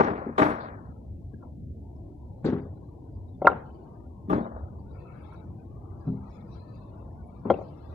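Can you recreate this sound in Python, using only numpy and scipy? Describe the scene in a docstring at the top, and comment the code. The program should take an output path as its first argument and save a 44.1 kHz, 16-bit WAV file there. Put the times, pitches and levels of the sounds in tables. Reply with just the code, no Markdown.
"""Wooden blocks knocked onto a stack in an open yard.

The stack, a few metres from a phone, is dying modes plus a click, answered by a scattered yard tail.
Heavy loads bang down at two places further off: fading noise bursts over hollow rings, with a spray of grit.
Shaped noise makes the scuffs, the hum of distant traffic, and the rustle of boots and a jacket.
The phone turns down every band that falls under a hearing threshold."""
import sys
import numpy as np
from scipy import signal
from scipy.io import wavfile
from scipy.ndimage import uniform_filter1d

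SR = 44100
rng = np.random.default_rng(int(sys.argv[2]) if len(sys.argv) > 2 else 0)


def gain_from_decibels(decibels):
    """Convert decibel values to linear amplitude factors."""
    exponent = np.asarray(decibels, float) / 20
    return 10 ** exponent


def dump_mix(stems):
    """Bounce the given channels to the path in sys.argv[1] as a 16-bit WAV at rate SR."""
    frames = np.atleast_2d(stems).T  # one column per channel
    limited = np.clip(frames, -1, 1)  # hard clip at full scale
    pcm = np.round(limited * 32767).astype(np.int16)
    wavfile.write(sys.argv[1], SR, pcm)


N = 350154

# likeness of the two ports in traffic and yard tail: (frequency [Hz], correlation [-1..1])
SAME = [(40, 0.93), (100, 0.96), (180, .86), (300, 0.87), (600, 0.17), (1200, .1)]


def evened(x):
    """Scales a sound to rms 1."""
    return x / np.sqrt(np.mean(x ** 2) + 1e-20)


def read(points, hz):
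    """Reads a curve of (Hz, value) points on a logarithmic frequency axis."""
    f, value = np.transpose(points)
    return np.interp(np.log(hz + 1), np.log(f + 1), value)


def along(curve, t):
    """Reads a curve of (s, value) points at times t."""
    return np.interp(t, *np.transpose(curve))


def add(mix, s, sound):
    """Lays a sound into the mix from s seconds, cutting what lies outside."""
    at = round(s * SR)
    sound = sound[..., max(-at, 0):]
    part = mix[..., max(at, 0):][..., :sound.shape[-1]]
    part += sound[..., :part.shape[-1]]


def noise(count, size, level_db, same):
    """Two ports of noise whose short-time spectra follow level_db(hz, t), alike by same(hz)."""
    hop = size // 4
    frames = count // hop + 5
    hz = np.fft.rfftfreq(size, 1 / SR)[:, None]
    t = np.arange(frames) * hop / SR
    a, b, c, d = rng.standard_normal((frames, len(hz), 4)).T
    shared, own = a + 1j * b, c + 1j * d
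    like = np.clip(same(hz), -1, 1)
    ports = np.array([shared, like * shared + np.sqrt(1 - like ** 2) * own])
    return signal.istft(ports * gain_from_decibels(level_db(hz, t)), nperseg=size, noverlap=size - hop)[1][:, :count]


def patches(hz, t, bins, frames):
    """Random blotches over frequency and time, rms 1."""
    field = rng.standard_normal((len(t), len(hz))).T
    across_hz = uniform_filter1d(field, size=bins, axis=0)
    return evened(uniform_filter1d(across_hz, size=frames, axis=1))


def rise(t, seconds):
    """Smooth build-up from 0 to 1."""
    return np.sin(np.pi / 2 * np.minimum(t / seconds, 1)) ** 2


def traffic():
    """A lumpy low roar; its upper part swells as vehicles come and go."""
    # colour of the roar: (frequency [Hz], relative density [dB per Hz])
    hum = [(15, -46), (30, -30.5), (45, -20.5), (58, 0.5), (85, 2.7), (172, -7.5), (320, -12), (400, -19),
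           (700, -24.5), (1050, -29), (1400, -36.5), (2000, -44.5), (6000, -55.5)]
    # swell of the upper hiss, full from 1 kHz: (time [s], gain [dB])
    swell = [(0, 2.5), (.9, 1), (1.2, -4.5), (1.45, -2.5), (1.7, -9), (1.95, 0), (3, 2), (3.3, -0.5),
             (3.9, 5.5), (4.1, -0.5), (4.85, 2.5), (5.15, 6.5), (5.6, 3.5), (6.3, 6), (6.9, 4), (7.4, 5),
             (7.94, 7)]
    lumps_db, rms_db = 2.9, -42  # rms unevenness; level of the roar ahead of the phone

    def paint(hz, t):
        upper = np.clip(np.log2((hz + 1) / 250) / 2, 0, 1)
        return read(hum, hz) + upper * along(swell, t) + lumps_db * patches(hz, t, 3, 12)
    return gain_from_decibels(rms_db) * evened(noise(N, 2048, paint, lambda hz: read(SAME, hz)))


def rustle():
    """Friction noise of boots and jacket following the worker, in random streaks as if bands were muted."""
    # strength of the movements ahead of the phone: (time [s], level [dB])
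    movements = [(0, -76), (3.55, -74.5), (4.75, -78), (4.9, -69), (5.0, -72.5), (5.22, -74), (5.35, -65.5),
                 (5.47, -79.5), (5.9, -83), (6.1, -68.5), (6.22, -78.5), (6.35, -65), (6.46, -74),
                 (6.55, -63), (6.64, -70.5), (6.8, -69.5), (6.95, -76), (7.48, -80), (7.56, -67),
                 (7.75, -70.5), (7.94, -68)]
    # colour of the cloth: (frequency [Hz], relative density [dB per Hz])
    cloth = [(800, -29), (1320, 10), (1550, -10), (1950, -12), (2200, 1.5), (2380, -5.5), (2580, 0.5),
             (2900, -18.5), (3350, -5.5), (3820, -2.5), (4020, -1), (4250, -3), (4450, -3.5), (4680, -4),
             (5300, -9.5), (8000, -17), (14000, -26)]

    def paint(hz, t):
        return read(cloth, hz) + 4.5 * patches(hz, t, 4, 9)
    sound = evened(noise(N, 1024, paint, lambda hz: 0.19 + 0 * hz))
    return sound * gain_from_decibels(along(movements, np.arange(N) / SR))


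def bang(db, t60, tilt_db, ring_db, colour, rings, lag):
    """Many scattered echoes of one blow: a noise burst that fades by band, over hollow rings."""
    # how the fade varies with pitch: (frequency [Hz], factor on the bang's t60)
    fading = [(100, 0.77), (500, 0.61), (2000, 0.87), (6000, 0.71), (14000, 0.47)]
    # far walls answer a bang: (frequency [Hz], level re its start [dB])
    late = [(150, -40), (600, -14), (1500, -15.5), (2500, -21.5), (4000, -24.5), (8000, -48.5)]
    late_t60 = 0.94  # s
    rattle_db = 3.5  # how unevenly the echoes arrive
    noise_rise_s, ring_rise_s = 0.0075, 0.009

    def paint(hz, t):
        direct_db = -60 * t / (t60 * read(fading, hz))
        walls_db = read(late, hz) - 60 * t / late_t60
        tilted_db = read(colour, hz) + tilt_db * np.log2(np.minimum(hz + 50, 2800) / 400)
        return tilted_db + np.maximum(direct_db, walls_db) + rattle_db * patches(hz, t, 60, 2)
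    burst = noise(SR, 512, paint, lambda hz: .97 - 0.65 * np.minimum(hz / 3000, 1))
    burst = burst / np.std(burst[:, :3500])
    t = np.arange(SR) / SR
    hz, mode_db, mode_t60 = np.transpose(rings)[..., None]
    turns = hz * t + rng.random((len(rings), 1))
    # no ring outlasts the bang's own t60
    level_db = ring_db + mode_db + tilt_db * np.log2(hz / 250) - 60 * t / np.minimum(mode_t60, t60)
    hollow = (gain_from_decibels(level_db) * np.sin(2 * np.pi * turns)).sum(0)
    body = rise(t, noise_rise_s) * burst + rise(t, ring_rise_s) * hollow
    return gain_from_decibels(db) * np.array([np.roll(body[0], lag), body[1]])


def crashes():
    """Loads banging down at the first distant place, heard later by the left port."""
    # (time [s], noise level before build-up [dB], t60 before the fading factor [s],
    #  tilt [dB per octave], ringing re noise [dB])
    bangs = [(-.01, -20, 0.24, 2, -4), (0.031, -29.5, 0.54, 4, -12), (0.077, -28.5, 0.2, -0.5, -4),
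             (.108, -31, 0.18, -4, -1.5), (.15, -38.5, 1, 1, -18), (.377, -24.5, 0.18, 4.5, -8),
             (0.39, -24, 0.66, 2.5, -4.5), (.415, -22, 0.29, 3.5, -8.5), (.448, -29, 0.41, 0.5, -29),
             (0.491, -33.5, 0.27, 2, -5), (0.636, -46, 0.56, 3.5, -16.5), (4.279, -39.5, 0.63, -18.5, 2),
             (4.295, -35, 0.37, 0.5, 6), (4.311, -35.5, 0.24, -4, -5), (4.324, -29, 0.2, -2, -3),
             (4.348, -30, 0.38, -4.5, -5), (4.391, -41, 0.57, -4.5, 6)]
    # colour: (frequency [Hz], relative density [dB per Hz])
    colour = [(50, -54), (120, -2), (280, 6.5), (650, -1.5), (1150, -5.5), (1600, -11.5), (2200, -22),
              (3000, -36), (6000, -47), (8000, -63), (10000, -68.5), (14000, -87.5)]
    # hollow rings: (frequency [Hz], relative level [dB], longest t60 [s])
    rings = [(189.5, 0, 0.48), (230.7, 1, 0.75), (300.4, 4, 0.44), (356.8, 0, .2), (406, 3.5, 0.17),
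             (633, -0.5, 0.34), (801, -4, 0.36), (1179, 6.5, 0.089)]
    far = np.zeros((2, N))
    for s, *blow in bangs:
        add(far, s, bang(*blow, colour, rings, lag=15))  # samples
    return far


def spray(db, t60, tilt_db):
    """A bright, uneven hiss with a sudden start."""
    # colour of the grit: (frequency [Hz], relative density [dB per Hz])
    grit = [(1500, -8), (2600, -3), (3600, 2), (5000, -11), (7000, -10), (8000, -12), (10000, -14),
            (14000, -20)]

    def paint(hz, t):
        tilted_db = read(grit, hz) + tilt_db * np.log2((hz + 100) / 3000)
        return tilted_db - 60 * t / t60 + 5 * patches(hz, t, 3, 10)
    hiss = noise(SR // 2, 512, paint, lambda hz: 0.5 + 0 * hz)
    start = np.minimum(np.arange(SR // 2) / (0.0046 * SR), 1)  # 4.6 ms ramp
    return gain_from_decibels(db) * hiss / np.std(hiss[:, :1000]) * start


def sprays():
    """Grit and splinters that spray as a load lands."""
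    # (time [s], level before the ramp [dB], t60 [s], tilt [dB per octave])
    landings = [(-.01, -51.5, 0.3, -2.5), (.379, -48.5, 0.7, 1.6), (0.433, -56.5, 0.39, -1.3),
                (2.445, -60.5, 0.55, 1.5), (2.463, -66.5, 0.2, -1), (2.488, -70.5, 0.58, -0.5),
                (3.478, -62, 0.5, 0), (7.502, -68, 0.23, -0.5), (4.295, -55, 0.59, 0),
                (4.331, -62.5, 0.79, -4.5)]
    far = np.zeros((2, N))
    for s, *grit in landings:
        add(far, s, spray(*grit))
    return far


def rung(table, reach_db, t):
    """Dying modes as the two ports hear them, retuned a little since each block sits differently."""
    # how the ports hear the stack, on top of the shading: (frequency [Hz], L-R [dB], left's lead [rad])
    stack_ports = [(300, 6.5, .2), (800, 2.5, -0.15), (1157, 1.5, -0.71), (1700, -5.5, 0.26),
                   (2500, -3, .4), (4990, -0.5, 0.23)]
    seating = .01  # spread of the pitches, as a share
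    hz, db, t60 = np.transpose(table)[..., None]
    hz = hz * rng.normal(1, seating, hz.shape)
    f, lean_db, lead = np.transpose(stack_ports)
    half = np.array([.5, -.5])[:, None, None]
    level_db = db + reach_db(hz) - 60 * t / t60 + half * read(np.c_[f, lean_db], hz)
    phase = 2 * np.pi * hz * t + half * read(np.c_[f, lead], hz)
    return (gain_from_decibels(level_db) * np.sin(phase)).sum(1)


def knock(peak_db, centre_hz, click_db, pan_db):
    """The contact shakes the modes near its own colour and leaves a short click."""
    # the stack rings: (frequency [Hz], relative level [dB], t60 [s])
    wood = [(151, -2.5, 0.39), (232, 4.5, 0.13), (279.3, 9.5, 0.055), (369, 14, 0.031), (560, 7, 0.042),
            (607, -1, 0.042), (741, 2, 0.062), (860, -15.5, 0.046), (981, -5, 0.054), (1055, -2, 0.041),
            (1187, -8, 0.041), (1364, -3, 0.054), (1560, -16, 0.047), (1740, -25.5, 0.04),
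            (1940, -23.5, .025)]
    # thin upper rings that only the click wakes: (frequency [Hz], relative level [dB], t60 [s])
    edges = [(2112, 7.5, .028), (2710, -0.5, 0.02), (3280, -5.5, 0.047), (3550, -13, 0.019),
             (3710, -8.5, .04), (4596, -12.5, 0.022)]
    breadth_octaves = 0.74
    # sharp edge contacts above this centre reach fewer modes
    narrows_from_hz, narrowing = 790, 0.94
    octaves = breadth_octaves * min(narrows_from_hz / centre_hz, 1) ** narrowing
    t = np.arange(SR // 5) / SR
    press = rise(t, 1.4 / centre_hz)  # a duller contact lasts longer
    ring = rung(wood, lambda hz: -6 * (np.log2(hz / centre_hz) / octaves) ** 2, t) * press
    grit = signal.lfilter(*signal.butter(2, 2200, fs=SR), rng.standard_normal((len(t), 2)).T)
    grit = (grit + .6 * grit[::-1]) * gain_from_decibels(-60 * t / .045)  # each port also hears the other's grit
    click = grit + 0.13 * rung(edges, lambda hz: rng.normal(0, 13.0, hz.shape), t)
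    pan = np.array([[.5], [-.5]]) * pan_db
    return (ring / abs(ring).max() + click * press * gain_from_decibels(click_db)) * gain_from_decibels(peak_db + pan)


def knocks():
    """Blocks meeting the stack: the full knocks, and the bare blows that the walls return."""
    # (time [s], ring peak before panning [dB], centre of the contact's colour [Hz],
    #  click re blow [dB], L-R [dB])
    contacts = [(0.2651, -20, 300, -60, -6.5), (0.291, -23, 330, -51, -5), (1.334, -34, 250, -29, -1),
                (1.425, -45, 1300, -50, -4), (2.377, -50.5, 860, -51.5, 6), (3.4177, -15.5, 650, -56.5, -6),
                (3.4460, -10.5, 640, -47.5, -5.5), (3.4526, -12, 600, -41, -5.5),
                (3.4576, -26, 600, -22, -5), (3.468, -4.5, 704, -23.5, -5.5), (3.4711, 0.5, 1314, -34, -4),
                (3.497, -21.5, 650, -36, -1.5), (3.516, -23.5, 900, -37.5, 0.5), (3.526, -26, 560, -48, 1),
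                (3.538, -31, 200, -53, -5), (5.324, -43, 1300, -13.5, -4), (5.977, -45.5, 700, -43, -8),
                (6.076, -39.5, 800, -21, -2.5), (7.454, -19, 270, -45, -6), (7.469, -25, 270, -36, -1.5),
                (7.481, -22.5, 270, -49, -4), (7.5007, -3.5, 780, -31, -4), (7.5067, -6, 620, -29, -4.5),
                (7.5107, -17.5, 600, -30.5, -3), (7.5155, -15.5, 500, -33, 0), (7.54, -21.5, 560, -31.5, 0),
                (7.586, -26, 600, -34.5, -1.5), (7.611, -27.5, 600, -45, -7.5), (5.344, -46, 1300, -17, 1)]
    blow_t60 = 0.01  # s; the walls return mostly the blow itself, its ringing blurred
    near, blows = np.zeros((2, 2, N))
    for s, *blow in contacts:
        sound = knock(*blow)
        add(near, s, sound)
        add(blows, s, sound * gain_from_decibels(-60 * np.arange(SR // 5) / SR / blow_t60))
    return near, blows


def yard(x):
    """A thin scattered tail that bunches up where walls slap the knock back."""
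    # the walls: (delay [s], level over the scattered tail [dB])
    walls = [(0.029, 8.5), (0.048, 5), (0.061, 9.5), (.092, 8), (0.114, 4.5)]
    # how the yard dies away: (frequency [Hz], t60 [s])
    dying = [(200, 0.5), (700, 0.7), (1500, .5), (4000, 0.5), (10000, 3.5)]
    # colour of its answer: (frequency [Hz], relative level [dB])
    colour = [(150, 4), (600, 4.5), (1000, -6), (1350, -6), (1700, -8.5), (2500, -12.5), (4000, -4),
              (10000, -7)]
    answer_db = -8.5

    def paint(hz, t):
        slaps_db = sum(db * np.exp(-((t - s) / 0.0017) ** 2) for s, db in walls)
        return read(colour, hz) + slaps_db - 60 * t / read(dying, hz)
    tail = noise(SR, 256, paint, lambda hz: read(SAME, hz))
    tail *= np.minimum(np.arange(SR) / (0.014 * SR), 1)  # 14 ms build-up
    tail *= gain_from_decibels(answer_db) / np.std(tail[:, :4000]) / np.sqrt(4000)
    return signal.fftconvolve(x, tail, axes=1)[:, :N]


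def scuff(db, centre_hz, width_hz, t60):
    """A puff of friction noise around one pitch."""
    def paint(hz, t):
        return -np.minimum(6 * ((hz - centre_hz) / width_hz) ** 2, 60) - 60 * t / t60
    puff = noise(SR // 2, 512, paint, lambda hz: 0.098 + 0 * hz)
    return gain_from_decibels(db) * puff / np.std(puff[:, :1000]) * signal.windows.tukey(SR // 2, .04)


def scuffs():
    """Short scuffs and blocks sliding home; the narrow ones are faint streaks left by band muting."""
    # (time [s], level before the soft edges [dB], centre [Hz], width [Hz], t60 [s])
    rubs = [(0.375, -41.5, 3300, 596, 0.22), (2.454, -49, 4000, 700, 0.11), (.6, -58, 4080, 760, 0.25),
            (1.333, -64, 1623, 59.2, 0.25), (1.423, -51.5, 700, 403, 0.35), (3.64, -77.5, 3020, 45, 2.2),
            (6.74, -74, 2630, 50, 1.5), (3.428, -70.5, 3380, 300, 0.21), (3.478, -52, 1380, 1250, 0.65),
            (4.92, -76, 2230, 70, 1.6), (4.981, -70, 2570, 45.2, 2.4), (5.13, -66, 1560, 250, 1.14),
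            (5.045, -58, 1307, 59, 1.4), (5.08, -69, 2240, 79, 2), (5.23, -70, 3420, 256, 0.26),
            (6.15, -65, 1310, 30.9, 2.6), (6.3, -79.5, 2530, 45.4, 4.3), (6.6, -80, 2626, 44.3, 3.3),
            (7.44, -68.5, 2000, 350, 0.6), (7.445, -41, 760, 420, 0.73), (7.512, -58.5, 1940, 1040, 0.56)]
    far = np.zeros((2, N))
    for s, *rub in rubs:
        add(far, s, scuff(*rub))
    return far


def thuds():
    """Loads thudding down at the second distant place, heard earlier by the left port."""
    # (time [s], noise level before build-up [dB], t60 before the fading factor [s],
    #  tilt [dB per octave], ringing re noise [dB])
    bangs = [(2.442, -26, 0.58, 2.5, 1.5), (2.461, -26, 0.4, 1, 0), (2.485, -37, 0.18, 0, -1.5),
             (2.524, -33.5, 0.34, -0.1, 5), (6.069, -38.5, 0.63, -10.5, 8.5)]
    # colour: (frequency [Hz], relative density [dB per Hz])
    colour = [(40, -10.5), (80, -17.5), (200, 6.5), (400, -2), (500, -8), (750, -17.5), (1400, -24.5),
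              (3000, -46), (6000, -55.5), (8000, -66), (11000, -82), (14000, -82)]
    # hollow rings: (frequency [Hz], relative level [dB], longest t60 [s])
    rings = [(124.2, -10.5, 0.9), (164, 2.5, 0.29), (200.3, -3.5, 0.715), (260.3, 4, 0.43),
             (407, 0.5, 0.39), (786, -19, 0.5)]
    far = np.zeros((2, N))
    for s, *blow in bangs:
        add(far, s, bang(*blow, colour, rings, lag=-6))  # samples
    return far


def scene():
    """The near stack with its yard answer, the far loads, scuffs, traffic and rustle."""
    background = traffic() + rustle()
    loads = crashes() + sprays() + thuds()
    near, blows = knocks()
    return near + yard(blows) + scuffs() + loads + background


def ports(spectrum, hz):
    """Colours the microphones; the phone's body shades the right port."""
    # shading: (frequency [Hz], L-R [dB])
    lean = [(60, 0), (200, 1.5), (500, 5.5), (1200, 5.5), (4000, 3), (6500, 2), (10000, 9.5), (13000, 3.5)]
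    # microphone colour: (frequency [Hz], gain [dB])
    mic = [(15, -20.5), (30, -7.5), (50, 0), (7000, -0.03), (8600, -2), (11500, 0.5)]
    half = np.array([.5, -.5])[:, None, None]
    return spectrum * gain_from_decibels(half * read(lean, hz)[:, None] + read(mic, hz)[:, None])


def mute_faint_bands(spectrum, hz):
    """Turns down, frame by frame, bands under a threshold that loud mids raise."""
    # threshold before masking: (frequency [Hz], density [dB per Hz])
    threshold = [(200, -118), (700, -102), (1200, -88.5), (1800, -95.5), (2500, -100), (4300, -103),
                 (7000, -103), (14000, -103)]
    # past this 300-1500 Hz density (dB per Hz) the threshold climbs by a share, up to a cap
    mask_from_db, mask_share, mask_most_db = -93, 0.38, 3
    unmasked_hz = 2770  # the climb fades out over the octave above
    starts = np.r_[0:96:4, 96:320:8, 320:1024:24]  # first bin of each band
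    widths = np.diff(np.append(starts, len(hz)))
    power = 2 * abs(spectrum) ** 2
    band_db = 10 * np.log10(np.add.reduceat(power, starts, axis=1) / widths[:, None] + 1e-20)
    mids_db = 10 * np.log10(power[:, 14:70].mean(axis=(0, 1)) + 1e-20)
    masking_db = np.clip(mask_share * (mids_db - mask_from_db), 0, mask_most_db)
    centre_hz = hz[starts + widths // 2][:, None]
    masked = np.clip(1 - np.log2(centre_hz / unmasked_hz), 0, 1)
    over_db = band_db - read(threshold, centre_hz) - masking_db * masked
    gate = gain_from_decibels(np.clip(4 * over_db, -50, 0))  # 4 dB down per dB under, 50 dB at most
    return spectrum * np.repeat(gate, widths, axis=1)


def top_cut(x):
    """Nothing passes above the cut-off."""
    return signal.sosfilt(signal.butter(12, 14280, fs=SR, output="sos"), x)


def record(dry):
    """The phone: coloured ports, muted faint bands, faint rounding hiss and soft overload."""
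    frames = dict(nperseg=2048, noverlap=1536, scaling="psd")
    hz, _, spectrum = signal.stft(dry, SR, **frames)
    heard = mute_faint_bands(ports(spectrum, hz), hz)
    gated = signal.istft(heard, SR, **frames)[1][:, :N]
    # rounding noise after the gate; the level is that of the white noise ahead of its filter
    hiss = gain_from_decibels(-83.5) * signal.lfilter([1], [1, -.4], rng.standard_normal((N, 2)).T)
    softly_limited = (gated + hiss) / (1 + gated ** 6) ** (1 / 6)  # peaks bend over near full scale
    from_edge = np.minimum(np.arange(N), np.arange(N)[::-1])
    ends = np.minimum(from_edge / 12, 1)  # softened start and stop
    return top_cut(softly_limited * ends)


dry = scene()
out = record(dry)
dump_mix(out)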